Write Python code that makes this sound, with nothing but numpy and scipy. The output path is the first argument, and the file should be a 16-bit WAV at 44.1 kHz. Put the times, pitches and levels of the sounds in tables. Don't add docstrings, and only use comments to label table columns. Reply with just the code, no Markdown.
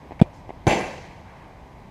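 import sys
import numpy as np
from scipy import signal
from scipy.io import wavfile

SR = 44100
rng = np.random.default_rng(int(sys.argv[2]) if len(sys.argv) > 2 else 0)


def to_wav(sig):
    pcm = np.clip(np.atleast_2d(sig), -1, 1) * 32767
    pcm = np.round(pcm).astype(np.int16)
    wavfile.write(sys.argv[1], SR, pcm.T)


def convert_level_to_amplitude(level_db):
    exponent = np.asarray(level_db, float) / 20
    return 10 ** exponent


N = 83790


def at_hz(points, hz):
    table_hz, values = np.transpose(points)
    return np.interp(np.log(hz), np.log(table_hz), values)


def rms_one(x):
    return x / np.sqrt(np.mean(x ** 2) + 1e-20)


def since(start_s):
    return np.arange(N) / SR - start_s


def low_pass(x, hz):
    return signal.sosfilt(signal.butter(2, min(hz, 20000), fs=SR, output="sos"), x + 1e-18)


def band_pass(x, low_hz, high_hz):
    return signal.sosfilt(signal.butter(2, [low_hz, high_hz], "band", fs=SR, output="sos"), x)


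def resonator(hz, decay):
    return [1, -2 * decay * np.cos(2 * np.pi * hz / SR), decay * decay]


def drift(rate_hz):
    r = np.exp(-80 * np.pi * rate_hz / SR)
    noise = rng.standard_normal(N // 40 + 2002)
    slow = signal.lfilter([1], [1, -2 * r, r * r], noise)[2000:]
    return np.interp(np.arange(N) / 40, np.arange(len(slow)), rms_one(slow))


def ring(clicks, hz, t60_s):
    decay = convert_level_to_amplitude(-60 / (t60_s * SR))
    return signal.lfilter([0, np.sin(2 * np.pi * hz / SR)], resonator(hz, decay), clicks + 1e-18)


def clicks_at(rows):
    out = np.zeros(N)
    for s, db in rows:
        out[int(s * SR)] += convert_level_to_amplitude(db)
    return out


def grains(rate_per_s, spread_db):
    size = convert_level_to_amplitude(spread_db * np.minimum(rng.exponential(1, N), 4)) * rng.choice([-1, 1], N)
    return rms_one(size * (rng.random(N) < rate_per_s / SR))


def bank(sources, spectrum, gain_db):
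    edges_hz = 20 * 2 ** np.arange(0, 9.9, 1 / 3)
    out, power = 0, 0
    for k, (low, high) in enumerate(zip(edges_hz, edges_hz[1:])):
        hz = np.sqrt(low * high)
        level_db = at_hz(spectrum, hz)
        out = out + convert_level_to_amplitude(level_db + gain_db(hz)) * band_pass(sources[k % 2], low, high)
        power += convert_level_to_amplitude(2 * level_db) * (high - low) / (SR / 2)
    return out / np.sqrt(power)


# frequency in Hz, level in dB per Hz.
TRAFFIC_COLOUR = [(15, -47), (25, 2.5), (180, -7), (451, -13.5), (1020, -8), (1370, -16.5), (2050, -25),
                  (14400, -52.5), (16000, -82)]
TRAFFIC_DB, WIND_DB, WIND_HZ, GUST_DB = -44, -49.5, 108.5, 3


def background():
    together = drift(4.5)
    far = bank(rng.standard_normal((2, N)), TRAFFIC_COLOUR, lambda hz: 0.27 * together + 0.4 * drift(9.1))
    wind = rms_one(band_pass(rng.standard_normal(N), WIND_HZ / 2, WIND_HZ * 1.4))
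    return convert_level_to_amplitude(TRAFFIC_DB) * far + convert_level_to_amplitude(WIND_DB + GUST_DB * drift(2.1)) * wind


# start in s, length in s, level in dB, centre in Hz.
RETURNS = [(0.234, 0.13, -45, 730), (0.33, 0.12, -64, 5200), (2.4, .07, -78, 2700), (.112, .035, -54, 1800),
           (.193, 0.017, -37, 1500), (.488, 0.027, -50.5, 1800), (0.686, 0.11, -29, 2440),
           (1.234, 0.48, -48, 1100), (0.83, 0.33, -55, 4600), (0.66, 0.12, -63, 8800),
           (0.043, 0.047, -47.5, 300), (0.92, 0.16, -48, 135)]


def returns():
    out = 0
    for s, length_s, db, hz in RETURNS:
        noise = rms_one(band_pass(rng.standard_normal(N), hz / 1.4, hz * 1.4))
        swell = np.sin(np.pi * np.clip(since(s) / length_s, 0, 1) ** 0.43)
        out = out + convert_level_to_amplitude(db) * noise * swell
    return out


# start in s, peak in dB, hardness in Hz.
STEPS = [
    (0.1089, -25, 1480),
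    (0.1198, -27.5, 1700),
    (0.1252, -29, 2470),
    (.1938, -41, 4000),
    (.1999, -27.5, 12000),
    (0.2012, -26.5, 12300),
    (0.4927, -23, 1480),
    (0.5046, -33, 2360),
    (0.5053, -23.5, 1830),
    (.572, -41, 1520),
]
# frequency in Hz, level in dB, t60 in s.
SOLE = [(400, -8.5, 0.024), (790, 4, 0.0074), (1944, -11.5, 0.0057), (3040, -10, 0.0017), (5030, -32, .004)]


def steps():
    out = 0
    for s, db, hardness_hz in STEPS:
        knock = 0
        for hz, level_db, t60_s in SOLE:
            click = clicks_at([(s, db + level_db + rng.normal(0, 1.7))])
            knock = knock + ring(click, hz, t60_s)
        out = out + np.sign(hardness_hz - 2000) * low_pass(knock, hardness_hz)
    return out


# start in s, level in dB, squash pitch in Hz, squash length in s,
# slap in dB, skin ring in dB.
BLOWS = [
    (0.215, 3, 162, 0.0075, -23.5, 0),
    (0.6688, -9, 118.5, .0125, -17, -6),
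]
# frequency in Hz, level in dB, t60 in s.
BALL_MODES = [(353, -22.5, 0.062), (519, -24.5, 0.061), (639, -15, 0.036), (783, -29, 0.0097),
              (2410, -38, 0.087), (3410, -31.5, 0.027), (8280, -34, 0.01)]
# frequency in Hz, level in dB per Hz.
SLAP_COLOUR = [(200, 1.5), (800, 19), (1300, -1), (3000, 3), (6000, -16), (8500, -9), (12000, -46),
               (16500, -13)]
FIRST_TOUCH_S, TOUCH_DB, SLAP_T60_S, SLAP_RISE_S = 0.00137, -8, 0.06, 0.00068


def ball():
    out = 0
    slap = bank(rng.standard_normal((2, N)), SLAP_COLOUR, lambda hz: 0)
    for s, db, squash_hz, squash_s, slap_db, skin_db in BLOWS:
        t = since(s)
        touch = convert_level_to_amplitude(TOUCH_DB) * np.sin(np.pi * np.clip(t / FIRST_TOUCH_S, 0, 1))
        u = t - FIRST_TOUCH_S
        contact = np.sin(np.pi * np.clip(u / squash_s, 0, 1)).clip(0) ** 0.67
        push = touch - np.sin(2 * np.pi * squash_hz * u) * contact
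        push = push - contact * push.sum() / contact.sum()
        skin = 0
        for hz, level_db, t60_s in BALL_MODES:
            skin = skin + ring(low_pass(clicks_at([(s, level_db)]), 8200), hz, t60_s)
        slap_fade = np.clip(t / SLAP_RISE_S, 0, 1) * convert_level_to_amplitude(slap_db - 60 * t.clip(0) / SLAP_T60_S)
        out = out + convert_level_to_amplitude(db) * (push + convert_level_to_amplitude(skin_db) * skin) + slap * slap_fade
    return out


# start in s, level in dB.
CRACKS = [
    (0.6682, -24),
    (0.67, -21.5),
]
# frequency in Hz, level in dB, t60 in s.
DENT = [(338.6, -10.5, 0.059), (753, -9.5, 0.053), (1537, -21, 0.035), (2930, -23, 0.011),
        (4500, -28, 0.0076)]
CRACK_T60_S, CRACK_HZ = 0.0048, 6500


def strike():
    noise = low_pass(rng.standard_normal(N), CRACK_HZ)
    noise = rms_one(low_pass(noise, 1.04 * CRACK_HZ))
    fade = 0
    for s, db in CRACKS:
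        t = since(s)
        fade = fade + (t > 0) * convert_level_to_amplitude(db - 60 * t.clip(0) / CRACK_T60_S)
    out = noise * fade
    for hz, db, t60_s in DENT:
        out = out + ring(low_pass(clicks_at([(CRACKS[0][0], db)]), 6200), hz, t60_s)
    return out


# frequency in Hz, level in dB, t60 in s.
FRAME = [(339, -4, 0.076), (500, -4, 0.084), (763, 2.5, 0.061), (858, -5, 0.064), (1590, -7, 0.091),
         (2033, -10.5, 0.082), (2342, -10, 0.092), (2667, -7, 0.074), (4480, -17, 0.018),
         (6187, -13.5, 0.033), (6700, -22, 0.051), (7214, -16.5, 0.035), (9740, -20.5, 0.014),
         (13200, -32, .004)]
# time in s, level in dB.
SHAKE = [(.672, -10), (0.686, -20.5), (0.711, -18), (.735, -20.5), (.808, -25), (.9, -32.5), (.99, -40.5),
         (1.18, -49), (1.35, -62)]
# start in s, level in dB.
REKNOCKS = [(.6712, -34), (.6768, -26), (0.679, -30), (.702, -27.5), (.712, -22), (0.73, -20), (.77, -24.5),
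            (.808, -29), (.98, -39.5)]
# frequency in Hz, level in dB per Hz.
CLATTER_COLOUR = [(80, -7), (150, 0), (355, -2), (800, -2), (2400, -15), (3600, -25), (8500, -34),
                  (15500, -71)]
# frequency in Hz, extra loss in dB per s.
CLATTER_LOSS = [(150, 40), (500, 3.5), (2000, -6), (6000, -11), (14000, 37)]
FRAME_DB, FRAME_LOSS_DB_PER_S, KNOCK_HZ = -24.5, 20.5, 5000
RATTLES_PER_S, RATTLE_LAG_S, TWIN_SPREAD = 1200, 0.008, 0.006
CLATTER_DB, CLATTER_RISE_S, CLINKS_PER_S = -1, 0.012, 7000


def goal():
    t = since(BLOWS[1][0])
    shake_s, shake_levels_db = np.transpose(SHAKE)
    shake_db = np.interp(since(0), shake_s, shake_levels_db) - 60 * since(shake_s[-1]).clip(0)
    frame = 0
    for hz, level_db, t60_s in FRAME:
        flicker_db = 3 * drift(20)
        rattle_db = shake_db + flicker_db - FRAME_LOSS_DB_PER_S * t.clip(0)
        for detune in (-1, 0.2, 1):
            rattle = grains(RATTLES_PER_S, 1.9) * convert_level_to_amplitude(rattle_db) * (t > RATTLE_LAG_S)
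            rattle = rattle / np.sqrt(t60_s * SR / 28)
            uneven = [(s, db + rng.normal(0, 2.8)) for s, db in REKNOCKS]
            knocks = low_pass(clicks_at(uneven), KNOCK_HZ)
            drive = convert_level_to_amplitude(FRAME_DB + 18) * rattle + knocks
            frame = frame + convert_level_to_amplitude(level_db - 8.5) * ring(drive, hz * (1 + TWIN_SPREAD * detune), t60_s)

    def clatter_gain_db(hz):
        return -at_hz(CLATTER_LOSS, hz) * np.clip(t, 0, 0.8) + 2 * drift(31)

    clinks = [grains(CLINKS_PER_S, 4.1) for _ in range(2)]
    clatter = bank(clinks, CLATTER_COLOUR, clatter_gain_db)
    rise = np.clip(t / CLATTER_RISE_S, 0, 1)
    return frame + rise * convert_level_to_amplitude(CLATTER_DB + shake_db) * clatter


def scene():
    brief = steps() + ball() + strike()
    lasting = goal() + returns() + background()
    air = signal.cheby2(14, 40, 15600, fs=SR, output="sos")
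    return (brief + signal.sosfilt(air, lasting))[None]


def top_cut(x):
    return signal.sosfilt(signal.butter(12, 16600, fs=SR, output="sos"), x)


# frequency in Hz, width in Hz, share added.
HOUSING = [(1250, 870, -0.75), (2170, 340, 0.71), (3056, 1830, -0.14), (8850, 2300, -0.22)]
LOW_CUT_HZ, CUTOFF_HZ, OVERLOAD_PEAK = 34, 16900, 1.0


def record(dry):
    x = signal.sosfilt(signal.butter(2, LOW_CUT_HZ, "high", fs=SR, output="sos"), dry)
    for hz, width_hz, share in HOUSING:
        decay = np.exp(-np.pi * width_hz / SR)
        inlet = (1 - decay * decay) / 2 * np.array([1, 0, -1])
        x = x + share * signal.lfilter(inlet, resonator(hz, decay), x)
    x = x / (1 + np.abs(x / OVERLOAD_PEAK) ** 12) ** (1 / 12)
    x = signal.sosfilt(signal.cheby2(12, 60, CUTOFF_HZ, fs=SR, output="sos"), x)
    return top_cut(x)


dry = scene()
out = record(dry)
to_wav(out)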